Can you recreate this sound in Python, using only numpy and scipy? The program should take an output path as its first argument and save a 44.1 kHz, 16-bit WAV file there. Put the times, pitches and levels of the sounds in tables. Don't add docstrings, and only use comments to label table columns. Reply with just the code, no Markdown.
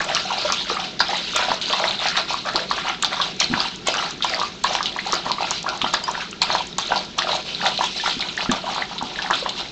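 import sys
import numpy as np
from scipy import signal
from scipy.fft import rfft, irfft, next_fast_len
from scipy.io import wavfile

SR = 44100
rng = np.random.default_rng(int(sys.argv[2]) if len(sys.argv) > 2 else 0)


def wav_record(signal):
    frames = np.transpose(np.atleast_2d(signal))
    bounded = np.clip(frames, -1, 1)
    quanta = np.round(bounded * 32767).astype(np.int16)
    wavfile.write(sys.argv[1], SR, quanta)


def gain_from_db(level_db):
    decades = np.asarray(level_db, float) / 20
    return 10 ** decades


N = 428211
TOP_HZ = 10000

# start_s, length_s, gurgle_db, spray_db
NEAR_LAPS = [(0.0, 0.013, -22.5, -24.5), (0.293, 0.081, -33, -24), (0.688, 0.16, -26.5, -26),
             (1.098, 0.11, -29.5, -22.5), (1.495, 0.045, -26, -24.5), (1.794, 0.11, -25, -27.5),
             (2.16, 0.024, -21.5, -21), (2.544, 0.078, -26.5, -26.5), (2.852, 0.055, -24, -28),
             (3.126, 0.16, -25.5, -26), (3.529, 0.14, -25, -24.5), (3.947, 0.14, -25, -26),
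             (4.303, 0.15, -27, -26), (4.73, 0.065, -27.5, -29.5), (5.065, 0.11, -25.5, -25.5),
             (5.413, 0.17, -34, -25.5), (5.842, 0.045, -31.5, -26), (6.082, 0.018, -30.5, -28),
             (6.498, 0.088, -26.5, -24.5), (6.897, 0.11, -27, -27), (7.292, 0.06, -24, -22),
             (7.619, 0.046, -20, -36), (7.662, 0.029, -40, -20.5), (7.965, 0.049, -38.5, -24),
             (8.065, 0.037, -29.5, -17), (8.39, 0.053, -27, -27), (8.687, 0.08, -26, -24.5),
             (9.046, 0.11, -35, -31.5), (9.432, 0.071, -32, -32), (9.583, 0.018, -28, -24),
             (8.912, 0.039, -32.5, -33), (1.28, 0.098, -40, -24.5)]
FAR_LAPS = [(0.09, 0.12, -27, -23), (0.37, 0.24, -29.5, -23.5), (1.001, 0.033, -25.5, -28.5),
            (1.362, 0.068, -21.5, -20.5), (1.62, 0.053, -43, -24), (1.687, 0.26, -23.5, -24.5),
            (2.002, 0.1, -26, -22.5), (2.283, 0.095, -38, -26), (2.463, 0.013, -23, -26.5),
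            (2.703, 0.11, -29.5, -25), (3.028, 0.01, -31, -32), (3.402, 0.024, -29.5, -21.5),
            (3.869, 0.056, -31, -23), (4.233, 0.06, -33.5, -23.5), (4.648, 0.1, -26, -23),
            (4.854, 0.15, -37, -31), (5.257, 0.08, -29, -31), (5.665, 0.1, -29, -33),
            (5.938, 0.082, -30, -35), (6.138, 0.088, -32, -30), (6.43, 0.018, -22.5, -23.5),
            (6.796, 0.042, -35, -27.5), (7.189, 0.012, -26, -24), (7.458, 0.52, -41.5, -27.5),
            (7.821, 0.038, -35, -22), (8.185, 0.12, -32.5, -29.5), (8.515, 0.053, -25, -25.5),
            (8.765, 0.049, -27.5, -30), (9.183, 0.25, -29.5, -30.5), (9.333, 0.035, -34, -26)]
LAP_S, LAP_LENGTH_S, GURGLE_DB, SPRAY_DB = np.transpose([*NEAR_LAPS, *FAR_LAPS])
SLAP_RISE_DB_PER_S = 896.5
DOG_RISE_DB_PER_S = np.repeat([258, 899], [len(NEAR_LAPS), len(FAR_LAPS)])

# start_s, level_db, pitch_hz
POPS = [(.502, -8.5, 1003), (1.006, -5.5, 903), (1.364, -10, 990), (1.517, -5, 846), (1.841, -6, 1630),
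        (2.306, -14, 732), (2.555, -12, 730), (3.413, -13.5, 1007), (3.539, -4, 1580), (3.885, -8.5, 620),
        (4.752, -8.5, 900), (5.407, -13, 733), (5.513, -10.5, 864), (5.644, -20, 750), (5.844, -7.5, 844),
        (5.939, -6, 955), (6.153, -12.5, 1470), (6.419, -9, 940), (6.503, -9, 970), (6.551, -4, 910),
        (6.786, -10, 953), (6.921, -7.5, 702), (7.272, -21, 644), (8.515, -16.5, 1023), (8.781, -11, 887),
        (9.311, -4, 934), (9.302, -8.5, 866)]
# start_s, level_db, pitch_hz
PLIPS = [(.7, -12.5, 1084), (2.452, -23, 1050), (2.712, -6.5, 1030), (2.78, -16, 1580), (3.035, -14, 1020),
         (3.941, -13, 1260), (4.025, -14.5, 1010), (4.207, -22, 1200), (4.246, -9.5, 865),
         (4.415, -9.5, 990), (4.807, -9.5, 980), (4.963, -16.5, 880), (5.131, -7.5, 1030),
         (5.264, -14, 890), (5.424, -11.5, 770), (5.814, -20, 1130), (5.863, -12.5, 1090),
         (7.187, -11, 1050), (7.615, -14, 1560), (7.79, -15, 645), (7.809, -7, 840), (7.838, -11.5, 824),
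         (8.061, -9, 1250), (8.459, -17, 1160), (8.667, -18, 890), (9.012, -17, 924), (9.461, -10.5, 920)]
# start_s, level_db, pitch_hz
GLUGS = [(.158, -16.5, 1200), (.253, -21.5, 702), (.305, -14, 924), (.449, -14, 566), (.768, -15.5, 1100),
         (1.091, -17.5, 712), (1.734, -10.5, 1040), (1.802, -18, 637), (2.327, -22, 1018),
         (3.2, -11.5, 1038), (3.871, -16.5, 1012), (4.644, -6, 994), (4.989, -13, 1720), (5.279, -21, 960),
         (5.383, -16.5, 1030), (5.663, -14, 988), (5.682, -13.5, 1310), (6.08, -13, 1004),
         (7.654, -16, 810), (8.037, -18.5, 825), (8.377, -12, 1660), (8.496, -15, 1600), (8.64, -20.5, 650),
         (8.822, -11.5, 1730), (9.189, -13.5, 1590)]
POCKETS = sorted((*row, cycles) for rows, cycles in [(POPS, 6.1), (PLIPS, 12.5), (GLUGS, 26)]
                 for row in rows)


def rms_one(x):
    return x / np.sqrt(np.mean(x ** 2) + 1e-20)


def at_hz(points, hz):
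    point_hz, point_db = np.transpose(points)
    return np.interp(np.log(hz), np.log(point_hz), point_db)


def drift(rate):
    r = np.exp(-80 * np.pi * rate / SR)
    noise = rng.standard_normal(N // 40 + 2002)
    slow = signal.lfilter([1], [1, -2 * r, r * r], noise)[2000:]
    return np.interp(np.arange(N) / 40, np.arange(len(slow)), rms_one(slow))


def ring(clicks, hz, t60):
    r, w = gain_from_db(-60 / (t60 * SR)), 2 * np.pi * hz / SR
    return signal.lfilter([0, np.sin(w)], [1, -2 * r * np.cos(w), r * r], clicks + 1e-18)


def coloured(spectrum):
    size = next_fast_len(N)
    hz = np.maximum(np.arange(size // 2 + 1) * SR / size, 1)
    shaped = rfft(rng.standard_normal(size)) * gain_from_db(at_hz(spectrum, hz))
    return rms_one(irfft(shaped, size)[:N])


def add(out, s, sound):
    i = max(round(s * SR), 0)
    out[i:i + len(sound)] += sound[:N - i]


def pocket(hz, cycles, rise, swell=0.24):
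    turns = np.arange(int(1.5 * cycles * SR / hz)) * hz / SR
    shape = (1 - np.exp(-turns / swell)) * np.exp(-6.9 * turns / cycles)
    return shape / shape.max() * np.sin(2 * np.pi * turns * (1 + rise * turns / cycles))


def background():
    # pitch_hz, level_db (per Hz)
    room_tone = [(13, -36), (22, -12), (48, -11), (108, -6), (183, 5.5), (294, -2), (359, 3), (410, 0),
                 (520, -8), (680, -16.5), (1140, -120)]
    # pitch_hz, level_db (per Hz)
    mic_hiss = [(400, -40), (550, -11), (1600, -16), (3800, -4), (6500, -17), (9000, -30)]
    # pitch_hz, width_hz, level_db
    motor_lines = [(51.7, 8, -55.5), (182.6, 6, -51)]
    out = gain_from_db(-41) * coloured(room_tone) + gain_from_db(-43) * coloured(mic_hiss)
    for hz, width, db in motor_lines:
        out += gain_from_db(db) * rms_one(ring(rng.standard_normal(N), hz, 2.1 / width))
    return out


def lapping(starts, lengths, strengths_db, rises, sag, fall):
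    time = np.arange(0, N + 40, 40) / SR
    power = gain_from_db(2 * -46.5)
    for s, length, db, rise in zip(starts, lengths, strengths_db, rises):
        since = time - s
        loss = rise * np.maximum(-since, 0)
        loss += sag * np.clip(since, 0, length)
        loss += fall * np.maximum(since - length, 0)
        power = power + gain_from_db(2 * (db - np.minimum(loss, 200)))
    return np.interp(np.arange(N) / SR, time, np.sqrt(power))


def bubbles(low_hz, high_hz, cycles, spread_db, rise, count, follow=0):
    out = np.zeros(N)
    plop_s, _, plop_hz, _ = np.transpose(POCKETS)
    for when, size, force, climb in rng.random((count, 4)):
        s = when * N / SR
        latest_hz = plop_hz[max(np.searchsorted(plop_s, s) - 1, 0)]
        hz = low_hz * (high_hz / low_hz) ** size
        hz *= (np.clip(latest_hz, low_hz, high_hz) / hz) ** follow
        db = -spread_db * np.log(.08 + force)
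        add(out, s, gain_from_db(db) * pocket(hz, cycles * (.5 + climb), rise * climb ** 2, swell=1.4))
    return rms_one(out)


def gurgle():
    gain = lapping(LAP_S, LAP_LENGTH_S, GURGLE_DB, np.full(len(LAP_S), SLAP_RISE_DB_PER_S),
                   sag=46.5, fall=255.5)
    return gain * gain_from_db(-3.5) * bubbles(450, 1400, cycles=11, spread_db=2.2, rise=.5, count=2400, follow=.3)


def slurp():
    # start_s, level_db
    wide_sucks = [(1.001, -31), (1.37, -22), (1.41, -27), (2.051, -17), (2.17, -36), (2.881, -18.5),
                  (3.42, -34), (5.44, -20.5), (5.94, -29), (6.208, -23), (6.921, -26), (7.66, -24),
                  (9.301, -39)]
    suck_s, suck_db = np.transpose(wide_sucks)
    count = len(suck_s)
    slurp_db = .52 * GURGLE_DB + .48 * SPRAY_DB + 3.5 - .53 * LAP_S
    gain = lapping(LAP_S, LAP_LENGTH_S, slurp_db, DOG_RISE_DB_PER_S, sag=30.5, fall=197)
    gain += lapping(suck_s, np.full(count, .0049), suck_db, np.full(count, SLAP_RISE_DB_PER_S),
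                    sag=30.5, fall=197)
    return gain * gain_from_db(-11) * bubbles(1150, 2710, cycles=20, spread_db=.5, rise=1, count=3200)


def droplets(spectrum, per_s, cycles, spread_db, clump_db, patch_db, count):
    sizes = gain_from_db(spread_db * np.minimum(rng.exponential(1, N), 4)) * rng.choice([-1, 1], N)
    born = sizes * (rng.random(N) < per_s * gain_from_db(clump_db * drift(30)) / SR)
    dealt = rng.integers(0, count, N)
    swells = [gain_from_db(patch_db * drift(19)) for k in range(count // 3 + 1)]
    out = 0
    for k, hz in enumerate(np.geomspace(spectrum[1][0], spectrum[-2][0], count)):
        drive = born * (dealt == k) * swells[k // 3]
        burst = ring(ring(drive, hz, cycles / hz), hz, .5 * cycles / hz)
        out = out + hz ** 2 * gain_from_db(at_hz(spectrum, hz)) * burst
    return rms_one(signal.sosfilt(signal.butter(2, 1500, "high", fs=SR, output="sos"), out))


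def spray_texture():
    # pitch_hz, level_db (per Hz)
    droplet_colour = [(1180, -38), (2000, -9), (2450, 0), (4040, 5), (6680, -10), (7410, -26.5),
                      (8640, -10.5), (11200, -65.5), (19000, -120)]
    # pitch_hz, level_db (per Hz)
    mist_colour = [(1500, -21), (2600, -6.5), (4000, 1.5), (6000, -21), (7600, -16), (9500, -27)]
    drops = droplets(droplet_colour, per_s=3800, cycles=30, spread_db=-.5, clump_db=3.5, patch_db=3.8, count=33)
    return drops + gain_from_db(-5) * coloured(mist_colour)


def lap_spray(spray):
    gain = lapping(LAP_S, LAP_LENGTH_S, SPRAY_DB, DOG_RISE_DB_PER_S, sag=3.5, fall=137)
    crackle = bubbles(4800, TOP_HZ, cycles=13, spread_db=8.5, rise=.13, count=700)
    return gain * (gain_from_db(-5.5) * spray + gain_from_db(-26.5) * crackle)


def drips():
    # start_s, level_db, pitch_hz, length_cycles, glide (share of pitch)
    single_drops = [(0.0052, -8.5, 1700, 19, 0), (0.00795, -15.5, 720, 4.8, 0), (.066, -22, 603, 20, 0),
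                    (4.433, -11.5, 1103, 29, 0.16), (4.992, -23, 2200, 60, 0.93),
                    (6.039, -19.5, 4820, 270, 0.043), (6.039, -31, 3050, 230, 0),
                    (7.998, -22, 1740, 87, 0.062), (8.077, -12.5, 820, 13, 0.0068),
                    (6.919, -9.5, 1450, 32, 0.18), (7.196, -17, 1053, 63, 0.75),
                    (6.789, -20, 1050, 46, 0.23), (6.936, -17, 790, 13, 0.12)]
    out = np.zeros(N)
    for s, db, hz, cycles, glide in single_drops:
        add(out, s, gain_from_db(db) * pocket(hz, cycles, glide))
    return out


def snaps():
    # start_s, level_db
    film_snaps = [(1.361, -7), (3.0244, -6), (3.871, -8), (4.6376, -11.5), (4.732, -23), (5.139, -15),
                  (5.937, -11.5), (6.418, -14), (6.428, -13.5), (6.783, -8), (7.182, -16), (8.514, -10)]
    # start_s, level_db
    rim_flecks = [(0.015, -21), (0.043, -18), (.0947, -25), (1.1692, -20), (1.8886, -24), (2.333, -19),
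                  (3.3648, -27), (3.9399, -18), (4.1073, -21), (4.243, -15), (5.628, -20), (5.774, -23.5),
                  (6.0372, -18.5), (6.113, -17.5), (6.3107, -22.5), (6.669, -22), (6.8703, -23),
                  (9.0264, -22.5), (9.3537, -22)]
    out = np.zeros(N)
    for s, db in [*film_snaps, *rim_flecks]:
        for k, chance in enumerate(rng.random(3)):
            tick = pocket(5700 + 2300 * chance, cycles=16, rise=0)
            add(out, s + k * (.00063 + .0017 * chance), gain_from_db(db - .18 * k) * tick)
    return out


def burbles():
    # start_s, level_db, pitch_hz
    small_pockets = [(0.1, -17, 765), (0.115, -19, 1780), (0.167, -16, 1180), (0.175, -15, 1740),
                     (0.319, -14, 880), (0.335, -20, 794), (0.382, -19, 790), (0.481, -21, 1260),
                     (0.491, -16, 1260), (0.527, -15, 1120), (0.714, -20.5, 464), (0.794, -19.5, 784),
                     (1.005, -6, 1530), (1.107, -23, 795), (1.132, -13, 865), (1.136, -23, 1970),
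                     (1.147, -16.5, 1920), (1.336, -22, 1270), (3.557, -18, 1050), (1.392, -17, 1310),
                     (1.426, -12.5, 1440), (1.485, -14, 730), (1.842, -16, 646), (2.057, -13.5, 766),
                     (2.065, -20, 1360), (2.16, -21, 1870), (2.176, -13, 1760), (2.343, -12, 1070),
                     (2.489, -16, 1680), (2.488, -19, 1250), (2.563, -13, 1180), (2.594, -17, 1640),
                     (2.786, -18, 1100), (2.903, -21, 766), (3.036, -13.5, 1550), (3.047, -16.5, 830),
                     (3.129, -18, 1140), (3.131, -16, 1980), (3.421, -12, 2080), (3.577, -15.5, 990),
                     (3.608, -15.5, 1210), (3.654, -19, 915),
                     (3.884, -19.5, 2000), (3.972, -21, 810), (4, -17.5, 1230), (4.339, -11.5, 1940),
                    (4.393, -15.5, 1000), (4.709, -17.5, 684), (9.16, -22.5, 1800), (4.789, -18, 1790),
                    (5.091, -21, 870), (5.139, -19, 1160), (5.299, -15, 1090), (5.31, -12, 980),
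                    (5.444, -19, 875), (5.82, -18, 1150), (5.946, -11.5, 1730), (6.09, -11, 955),
                    (6.178, -19.5, 910), (6.425, -11.5, 2260), (6.33, -20.5, 2710), (6.503, -14, 1660),
                    (6.607, -16, 910), (6.959, -14.5, 960), (6.97, -14, 790), (7.222, -12.5, 1800),
                    (7.247, -20.5, 650), (7.272, -16, 1250), (7.294, -16, 1000), (7.331, -14, 830),
                    (7.342, -26, 955), (6.33, -28, 1300), (7.662, -10, 1800), (7.668, -13, 740),
                    (8.074, -16, 1760), (8.226, -14.5, 2150), (8.406, -18, 1720), (8.518, -10, 1110),
                    (8.679, -17.5, 980), (8.69, -17.5, 776), (8.82, -21.5, 785), (9.025, -14.5, 854),
                    (9.248, -18, 810), (9.263, -16.5, 1780), (9.309, -9.5, 1670), (9.331, -11.5, 1430),
                    (9.427, -20.5, 533)]
    # start_s, level_db, pitch_hz
    tongue_drops = [(0.165, -10, 2780), (0.325, -17, 2720), (4.058, -18, 4500), (6.726, -21.5, 3760),
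                    (0.58, -18, 3490), (0.727, -14, 3820), (1.082, -15, 4950), (6.592, -19, 4320),
                    (1.519, -22, 3320), (1.656, -15, 4170), (1.82, -20, 3660), (1.989, -15, 3730),
                    (2.07, -19, 5380), (2.083, -9, 4760), (2.324, -17.5, 4470), (2.888, -18, 5960),
                    (3.264, -18, 3810), (3.402, -11, 4440), (3.415, -11, 3230), (3.427, -11, 3100),
                    (3.441, -8, 4180), (3.883, -13, 6240), (3.968, -15.5, 5600), (3.98, -14, 2960),
                    (3.987, -15, 2840), (4.294, -16, 4800), (4.343, -13, 4470), (4.868, -15, 3500),
                    (5.068, -16.5, 4030), (5.136, -13, 4410), (5.151, -12, 4720), (5.428, -14, 3970),
                    (5.427, -18.5, 2560), (5.844, -13, 3120), (6.975, -10.5, 4400), (6.989, -16, 4390),
                    (7.546, -12, 3900), (8.118, -21, 3730), (8.129, -18, 4090), (8.191, -19, 5020)]
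    out = np.zeros(N)
    for s, db, hz in small_pockets:
        add(out, s - .0013, gain_from_db(db) * pocket(hz, cycles=12.8, rise=.038, swell=2.2))
    for s, db, hz in tongue_drops:
        add(out, s + .0022, gain_from_db(db) * pocket(hz, cycles=52, rise=.072))
    return out


def smacks(spray):
    # start_s, level_db, pitch_hz
    dry_smacks = [(0.1492, 1, 5230), (0.523, -0.5, 5500), (0.8, -13, 2950), (1.012, -15, 4400),
                  (0.994, -10, 4230), (7.05, -26, 6300), (9.309, -12, 6540), (9.4934, -19, 6800),
                  (8.369, -18, 6200), (8.747, -20, 6800), (4.62, -35, 7400), (0.745, -17, 7500),
                  (1.699, -13, 2660), (1.7283, -4.5, 3380), (1.9097, -8, 3450), (2.069, -8, 3700),
                  (2.5589, -1, 4240), (2.7047, -16, 4820), (2.8844, -11.5, 2630), (3.0255, -7, 3300),
                  (3.0468, -0.5, 4200), (3.4018, 1.5, 6200), (4.399, -10.5, 4600), (4.641, -6.5, 3900),
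                  (4.7517, -7, 2830), (4.8295, -7.5, 4900), (5.1242, -4.5, 5500), (5.3174, -3, 4200),
                  (5.509, -1.5, 6300), (5.69, -9, 4440), (5.8169, -4, 3170), (5.9422, -3.5, 4350),
                  (7.223, -12, 4400), (7.483, -19, 3150), (7.7768, -9.5, 3780), (6.208, -14, 2460),
                  (8.4078, -10, 2580)]
    # start_s, level_db, pitch_hz
    wet_smacks = [(0.692, -17, 4270), (1.003, -7.5, 4300), (1.344, -14, 3380), (1.542, -22, 4420),
                  (1.6146, -10.5, 3600), (2.0853, -18, 4720), (2.168, -8.5, 3720), (5.929, -17, 4000),
                  (2.4867, -20, 3960), (3.1317, -32, 3900), (3.2144, -11, 3700), (3.4395, -20, 4170),
                  (3.603, -12.5, 3360), (3.8732, -10, 3200), (9.158, -24, 3500), (4.224, -9.5, 3460),
                  (4.8578, -11, 3180), (6.4177, -7.5, 4270), (6.783, -10.5, 4030), (8.287, -14.5, 3600),
                  (6.96, -11.5, 4370), (7.186, -13.5, 4550), (7.316, -20, 3360), (7.6633, -14, 4080),
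                  (8.207, -9.5, 3760), (8.5168, -12, 3160), (8.9816, -15.5, 3590), (9.2204, -14, 3250),
                  (9.3346, -14, 3150), (9.492, -15.5, 4250)]
    out = np.zeros(N)
    fade = gain_from_db(-60 * np.arange(int(.2 * SR)) / (.08 * SR))
    for contacts, splash_db in [(dry_smacks, -22.5), (wet_smacks, -13)]:
        for s, db, hz in contacts:
            add(out, s - .0004, gain_from_db(db) * pocket(hz, cycles=12, rise=.15))
            thrown = spray[round(s * SR):][:len(fade)]
            voiced = signal.lfilter(*signal.iirpeak(hz, 2.5, fs=SR), thrown)
            splash = fade[:len(thrown)] * (1.6 * voiced + .38 * thrown)
            add(out, s, gain_from_db(db + splash_db) * splash)
    return out


def plops():
    out = np.zeros(N)
    for s, db, hz, cycles in POCKETS:
        climb, mate = rng.random(2)
        cycles = np.clip(cycles, 6.5, 40)
        add(out, s - .0007, gain_from_db(db - 1) * pocket(hz, cycles, rise=.1 + .4 * climb, swell=1.8))
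        add(out, s + .002, gain_from_db(db - 8) * pocket(hz * (1.4 + .6 * mate), 1.5 * cycles, rise=.2))
    return out


def specks():
    # start_s, level_db
    bead_bursts = [(0.6175, -29), (1.4164, -20), (1.5449, -19), (1.6008, -29), (1.6821, -29), (1.7, -29),
                   (1.7993, -17), (1.9334, -29), (2.0954, -28), (2.172, -14), (2.4598, -22), (2.5356, -23),
                   (3.7599, -19), (4.4304, -18), (4.7644, -25), (4.969, -22), (5.0719, -20), (5.1437, -13),
                   (5.2869, -23), (5.5483, -21), (7.3657, -19), (7.6545, -19), (7.667, -14), (7.8414, -11),
                   (8.1913, -29)]
    out = np.zeros(N)
    for s, db in bead_bursts:
        add(out, s, gain_from_db(db) * pocket(6200, cycles=13, rise=.2))
    return out


def gulps():
    # start_s, level_db, pitch_hz
    low_pushes = [(0.703, -22, 430), (1.506, -25, 217), (2.55, -20, 324), (3.502, -19, 230),
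                  (3.515, -16.5, 256), (3.538, -16.5, 213), (5.135, -17.5, 420), (5.265, -23.5, 225),
                  (5.836, -23, 222), (8.17, -23.5, 245), (8.494, -10.5, 243), (8.499, -16.5, 247),
                  (9.028, -23, 223)]
    out = np.zeros(N)
    for s, db, hz in low_pushes:
        add(out, s - .002, gain_from_db(db) * pocket(hz, cycles=6.7, rise=.059))
    return out


def kitchen(x):
    t60_s, wall_cut_hz = .18, 2770
    time = np.arange(SR // 2) / SR
    build_up = np.clip(time / .004 - .5, 0, 1)
    echoes = rng.standard_normal(len(time)) * gain_from_db(-60 * time / t60_s) * build_up
    echoes = signal.lfilter(*signal.butter(1, wall_cut_hz, fs=SR), echoes)
    return signal.fftconvolve(x, echoes / np.sqrt(np.sum(echoes ** 2)))[:N]


def scene():
    spray = spray_texture()
    bowl = gurgle() + slurp() + lap_spray(spray)
    bowl += drips() + snaps() + burbles() + smacks(spray) + plops() + specks() + gulps()
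    return (bowl + gain_from_db(-12) * kitchen(bowl) + background())[None]


def top_cut(x):
    return signal.sosfilt(signal.butter(12, 15850, fs=SR, output="sos"), x)


def record(dry):
    # start_s, level_db
    overload_cracks = [
        (.5232, -21),
        (1.3632, -17),
        (3.0249, -25),
        (3.0467, -19),
        (5.1399, -22),
        (5.9406, -31),
    ]
    clipped = np.clip(dry, -.62, .62)
    dull = signal.sosfilt(signal.butter(8, TOP_HZ, fs=SR, output="sos"), clipped)
    cut = signal.sosfilt(signal.cheby2(10, 70, 9900, fs=SR, output="sos"), dull)
    for s, db in overload_cracks:
        add(cut[0], s, gain_from_db([db]))
    return top_cut(cut)


dry = scene()
out = record(dry)
wav_record(out)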